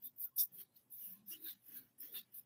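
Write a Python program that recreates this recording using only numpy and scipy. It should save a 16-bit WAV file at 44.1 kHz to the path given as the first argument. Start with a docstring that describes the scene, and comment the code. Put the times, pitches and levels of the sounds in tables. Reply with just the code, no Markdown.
"""A quiet room, one microphone: a stiff brush scrubs paint back and forth over a hand-held stretched canvas.
Bristle tips slip over the weave as a bright hiss of dense random clicks; pressed harder they rasp in lower bands.
Bristles crossing the threads whistle as gliding narrow noise, and a few snap free as short rings.
Faint low narrow noise, likely left by a noise suppressor, swells, holds and fades under some strokes.
Faint coloured room noise with a little mains hum lies below."""
import sys
import numpy as np
from scipy import signal
from scipy.fft import rfft, irfft, next_fast_len
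from scipy.io import wavfile
from scipy.ndimage import uniform_filter1d

SR = 44100
rng = np.random.default_rng(int(sys.argv[2]) if len(sys.argv) > 2 else 0)


def generate_wav(signal):
    """Clip the signal to [-1, 1] and save it as 16-bit WAV at the path in sys.argv[1]."""
    frames = np.transpose(np.atleast_2d(signal))
    scaled = np.clip(frames, -1, 1) * 32767
    pcm = np.round(scaled).astype(np.int16)
    wavfile.write(sys.argv[1], SR, pcm)


def field_ratio(decibels):
    """Amplitude ratio for a level in dB (20 dB per decade); scalars and array-likes work."""
    return 10 ** (np.asarray(decibels, dtype=float) / 20)


N = 108045  # length [samples]


def rms_one(x):
    """Scale to unit rms."""
    return x / np.sqrt(np.mean(x ** 2) + 1e-20)


def in_time(rows):
    """Columns of a time table as curves per sample."""
    seconds, *columns = np.transpose(rows)
    return [np.interp(np.arange(N) / SR, seconds, column) for column in columns]


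def coloured(x, spectrum):
    """Shape a signal by a spectrum table, straight in dB over log frequency; rms 1."""
    hz, db = np.transpose(spectrum)
    size = next_fast_len(len(x))
    bins_hz = np.maximum(np.arange(size // 2 + 1) * SR / size, 1)
    gain = field_ratio(np.interp(np.log(bins_hz), np.log(hz), db))
    return rms_one(irfft(rfft(x, size) * gain, size)[:len(x)])


def drift(rate_hz, size):
    """Slow chance: noise through a double one-pole lowpass, rms 1."""
    pole = np.exp(-2 * np.pi * rate_hz / SR)
    noise = rng.standard_normal(size + SR // 2)
    settled = signal.lfilter([1], [1, -2 * pole, pole * pole], noise)[SR // 2:]
    return rms_one(settled)


def narrow_noise(hz, width_hz):
    """Noise gathered round a moving pitch, its beating partly evened; rms 1."""
    wobble = drift(width_hz, len(hz)) + 1j * drift(width_hz, len(hz))
    wobble = wobble / (np.abs(wobble) + 0.295) ** 0.34
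    carrier = np.exp(2j * np.pi * np.cumsum(hz) / SR)
    return rms_one(np.real(wobble * carrier))


def swells(rows, rise_share, haste):
    """Each row is a narrow noise that swells and fades while its pitch glides; haste above 1 leaves time to hold."""
    out = np.zeros(N)
    for start_s, length_s, db, from_hz, to_hz, width_hz in rows:
        i = int(start_s * SR)
        size = min(int(length_s * SR), N - i)
        along = np.arange(size) / size
        ramp = np.minimum(along / rise_share, (1 - along) / (1 - rise_share))
        shape = np.sin(np.pi / 2 * np.minimum(haste * ramp, 1)) ** 1.37
        pitch_hz = np.linspace(from_hz, to_hz, size)
        out[i:i + size] += field_ratio(db) * shape * narrow_noise(pitch_hz, width_hz)
    return out


def room():
    """Steady room noise with a slowly drifting level and a little mains hum."""
    # colour of the room noise: (frequency [Hz], relative level [dB per Hz])
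    room_colour = [(20, -36), (50, -36.5), (100, -7), (230, 1), (425, -10.5), (600, -12.5), (900, -14.5),
                   (1800, -25), (2400, -24.5), (4200, -34.5), (6000, -34.5), (7500, -25.5), (10800, -23),
                   (15800, -32)]
    hum = field_ratio(-86.5) * narrow_noise(np.full(N, 120.6), width_hz=15.0)
    level_db = -82 + 1.6 * drift(8.0, N)
    return field_ratio(level_db) * coloured(rng.standard_normal(N), room_colour) + hum


def slips(spread_db):
    """Dense random bristle slips of uneven size and either sign."""
    slips_per_s = 15000
    sizes = field_ratio(spread_db * np.minimum(rng.exponential(1, N), 5)) * rng.choice([-1, 1], N)
    return sizes * (rng.random(N) < slips_per_s / SR)


def stepped(db):
    """Hold a level curve in even 20 ms blocks joined by short ramps."""
    step_s, ramp_s = 0.02, 0.0087
    size = int(step_s * SR)
    middles = np.arange(N) // size * size + size // 2
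    held = db[np.minimum(middles, N - 1)]
    return uniform_filter1d(held, int(ramp_s * SR))


def streaky(spectrum, depth_db, rate_hz, count):
    """Slips in narrow neighbouring bands, each swelling on its own as bristles catch and let go; rms 1."""
    grains = coloured(slips(spread_db=3.5), spectrum)
    edges = np.geomspace(spectrum[1][0], spectrum[-2][0], count + 1)
    total = np.zeros(N)
    for pair in zip(edges, edges[1:]):
        band_filter = signal.butter(2, pair, "band", fs=SR, output="sos")
        total += field_ratio(depth_db * drift(rate_hz, N)) * signal.sosfilt(band_filter, grains)
    return rms_one(total)


def brush():
    """Five regions of the scrub: an even hiss of slips on top, streakier scratch and rasp below."""
    # brush strokes in the treble: (time [s], bristle hiss level [dB], upper scratch level [dB])
    stroke_treble = [(0.0, -89, -93), (0.03, -52.5, -81), (0.06, -43.5, -48.5), (0.07, -47, -63),
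                     (0.12, -84, -99), (0.14, -91, -94), (0.17, -64, -81), (0.18, -55.5, -72.5),
                     (0.22, -37, -56), (0.24, -48.5, -50.5), (0.25, -40.5, -58.5), (0.32, -87.5, -95),
                     (0.35, -81, -84.5), (0.37, -44, -52.5), (0.38, -33.5, -45.5), (0.41, -32, -36),
                     (0.44, -35.5, -46), (0.48, -74, -78), (0.51, -81, -98), (0.54, -51, -64),
                     (0.56, -58, -80), (0.6, -49.5, -57.5), (0.62, -50, -66.5), (0.67, -92, -91),
                     (0.73, -87, -89), (0.77, -61, -74), (0.82, -82, -81.5), (0.89, -87, -98),
                     (0.9, -66.5, -84), (0.93, -50, -60.5), (0.96, -53, -67), (1.06, -47.5, -61.5),
                     (1.1, -55.5, -73), (1.13, -51, -69.5), (1.21, -86.5, -86.5), (1.25, -87, -112),
                     (1.28, -49.5, -60), (1.33, -48, -57), (1.39, -69, -75), (1.45, -48, -60),
                     (1.49, -46.5, -60), (1.52, -50.5, -61), (1.55, -73, -85), (1.6, -84, -86),
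                     (1.69, -54.5, -69.5), (1.71, -61, -68.5), (1.77, -47, -62), (1.83, -68, -78),
                     (1.97, -93, -93.5), (1.99, -64, -68.5), (2.01, -49.5, -62.5), (2.05, -51, -66.5),
                     (2.11, -61.5, -77.5), (2.16, -44, -51), (2.2, -50.5, -65.5), (2.24, -85, -86),
                     (2.31, -84, -90), (2.35, -51.5, -62), (2.39, -49.5, -62), (2.45, -90, -96)]
    # pressure of the bristles into the weave, levels before the trims below:
    # (time [s], high rasp level [dB], rasp level [dB], low rasp level [dB])
    stroke_rasp = [(0.0, -94, -93, -92), (0.03, -80.5, -83, -81), (0.07, -75.5, -71.5, -84.5),
                   (0.14, -99, -102, -101), (0.23, -74.5, -73, -79), (0.33, -98, -100, -95.5),
                   (0.36, -98, -95, -89), (0.38, -52, -62, -87), (0.4, -46.5, -54, -90),
                   (0.43, -60.5, -65.5, -76), (0.47, -81, -89, -93), (0.52, -92, -89.5, -87),
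                   (0.61, -74.5, -69, -71.5), (0.69, -102, -89, -100), (0.74, -95.5, -93, -91),
                   (0.77, -81.5, -78.5, -88.5), (0.87, -99, -101, -95), (0.96, -82.5, -86, -87),
                   (1.03, -76.5, -78, -76), (1.18, -84, -84, -82), (1.25, -98, -97, -95),
                   (1.32, -62, -70, -67.5), (1.34, -67, -80, -67), (1.37, -76.5, -73.5, -75),
                   (1.4, -85, -83, -82), (1.48, -70, -57.5, -66), (1.5, -65.5, -55, -66),
                   (1.6, -95, -93.5, -90.5), (1.73, -74.5, -76, -71.5), (1.78, -75, -67.5, -70.5),
                   (1.84, -88, -84, -81), (1.96, -99, -101, -95.5), (2.03, -73.5, -81, -72.5),
                   (2.05, -74, -75.5, -70.5), (2.12, -80.5, -78, -82), (2.16, -71, -51, -54),
                   (2.19, -65, -53, -67.5), (2.24, -90, -80, -82.5), (2.32, -96, -99, -89.5),
                   (2.35, -80, -77.5, -79), (2.38, -78, -78, -81.5), (2.45, -97, -98, -91.5)]
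    # colours of the five regions, top to bottom: (frequency [Hz], relative level [dB per Hz])
    hiss_colour = [(11000, -59.5), (11850, -34), (12050, 5), (13500, 0), (15000, 5.5), (15900, -4.5)]
    scratch_colour = [(6000, -63), (7900, -28), (8600, -12), (9800, -8), (11000, 0), (11800, -0.5),
                      (12100, -20.5), (13000, -60)]
    high_colour = [(3800, -35.5), (4700, -7.5), (5300, 2.5), (6500, -4), (7600, -9.5), (8100, -18.5),
                   (10000, -75)]
    rasp_colour = [(2500, -49.5), (3200, -12.5), (3600, 3.5), (4300, 3.5), (4900, -10.5), (6000, -47.5)]
    low_colour = [(400, -18), (800, -16), (1200, -10), (1700, -3.5), (2400, -7), (3100, -2.5), (3500, -14),
                  (4500, -47)]

    hiss_db, scratch_db = map(stepped, in_time(stroke_treble))
    high_db, rasp_db, low_db = map(stepped, in_time(stroke_rasp))
    flicker_db = 0.65 * drift(110, N)
    hiss = field_ratio(hiss_db + flicker_db) * coloured(slips(spread_db=1.5), hiss_colour)
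    scratch = field_ratio(scratch_db) * streaky(scratch_colour, depth_db=3.0, rate_hz=12.0, count=10)
    high_rasp = field_ratio(high_db - 1.0) * streaky(high_colour, depth_db=2.5, rate_hz=9.7, count=8)
    rasp = field_ratio(rasp_db - 3.5) * streaky(rasp_colour, depth_db=2.5, rate_hz=10.0, count=6)
    low_rasp = field_ratio(low_db - 2.0) * streaky(low_colour, depth_db=1.76, rate_hz=10.0, count=12)
    return hiss + scratch + high_rasp + rasp + low_rasp


def low_residue():
    """Faint low narrow noise, likely left by a noise suppressor, swells, holds and fades under some strokes."""
    # (start [s], length [s], level before the swell [dB], start pitch [Hz], end pitch [Hz], width [Hz])
    residue_rows = [(0.0, 0.1, -75.5, 252.1, 243, 41), (.5, .16, -79.5, 367.6, 369, 65),
                    (.5, 0.14, -78, 191.3, 188.5, 42), (1.04, 0.3, -70.5, 188, 200, 18),
                    (1.29, 0.22, -68.5, 320, 334, 36), (1.5, 0.092, -78.5, 200.4, 204, 40),
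                    (1.67, 0.21, -72.5, 302.7, 220.8, 84), (1.99, 0.09, -73, 300.6, 340, 53),
                    (2.1, 0.1, -73, 337, 436, 66), (2.12, .14, -78, 233.3, 211, 21),
                    (2.36, 0.1, -82, 208, 203, 35)]
    return swells(residue_rows, rise_share=0.48, haste=2)


def whistles():
    """Bristles crossing the threads in step whistle: narrow noise that swells and fades without a hold. One
    row, a faint steady line near 1 kHz at 1.1 s, is not a whistle but swells and fades the same way."""
    # (start [s], length [s], level before the swell [dB], start pitch [Hz], end pitch [Hz], width [Hz])
    whistle_rows = [(0.045, 0.06, -70, 3650, 3600, 100), (.375, 0.065, -55, 3650, 3600, 70),
                    (0.377, 0.06, -52.5, 5000, 5200, 380), (.378, .065, -57, 6700, 7300, 490),
                    (.57, 0.069, -69.5, 3220, 3150, 120), (1.0, 0.063, -79.5, 6050, 6000, 170),
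                    (1.085, .07, -79, 5350, 5500, 120), (1.01, 0.15, -82, 620, 580, 110),
                    (.99, .13, -75, 3050, 2600, 110), (.91, 0.089, -84, 3700, 3700, 120),
                    (1.1, .17, -84, 1045, 1060, 27), (.255, 0.05, -81, 1450, 1350, 60),
                    (.3, 0.08, -86, 1080, 1050, 35), (.21, 0.051, -75.5, 4700, 4700, 100),
                    (1.31, 0.064, -57.5, 2850, 3000, 115), (1.306, 0.0376, -58, 5600, 5720, 140),
                    (1.435, .11, -59, 3800, 3550, 110), (1.45, 0.058, -64, 1560, 1700, 72),
                    (1.7, 0.22, -82.5, 1600, 1500, 110), (1.75, 0.072, -77, 3300, 4600, 150),
                    (1.99, 0.075, -71.5, 5300, 5300, 150), (2.05, .11, -74, 3100, 3750, 70),
                    (2.02, 0.046, -74, 1900, 1800, 130), (2.04, 0.143, -76, 450, 540, 96),
                    (2.134, 0.091, -56, 3620, 3480, 130), (2.155, 0.061, -64.5, 4350, 4400, 49),
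                    (2.138, 0.0637, -71.5, 1520, 2000, 160), (2.135, 0.09, -62.5, 2850, 2700, 110),
                    (0.98, 0.15, -64, 11150, 10600, 120), (0.506, 0.14, -68, 11600, 10200, 220),
                    (1.42, 0.088, -57, 14000, 11200, 290)]
    return swells(whistle_rows, rise_share=0.37, haste=1)


def ticks():
    """Single bristles catch a thread and snap free: each a short ring that rises fast and dies away."""
    # (time [s], envelope peak level [dB], pitch [Hz])
    tick_rows = [(.7605, -67, 4310), (2.163, -45.5, 3610), (2.34, -73, 4180)]
    rise_s = 0.0023
    out = np.zeros(N)
    for start_s, db, hz in tick_rows:
        age = np.maximum(np.arange(N) / SR - start_s, 0)
        envelope = age / rise_s * np.exp(1 - age / rise_s)
        out += field_ratio(db) * envelope * np.sin(2 * np.pi * hz * age)
    return out


def scene():
    """All layers add up at one microphone."""
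    mix = room() + brush() + low_residue() + whistles() + ticks()
    return mix[None, :]


def low_pass(x):
    """Removes everything above the highest recorded frequency."""
    return signal.sosfilt(signal.butter(12, 15950, fs=SR, output="sos"), x)


def record(dry):
    """The microphone signal with its top cut steeply, 70 dB down from 16050 Hz."""
    top_cut = signal.cheby2(22, 70, 16050, fs=SR, output="sos")
    mix = signal.sosfilt(top_cut, dry)
    return low_pass(mix)


dry = scene()
out = record(dry)
generate_wav(out)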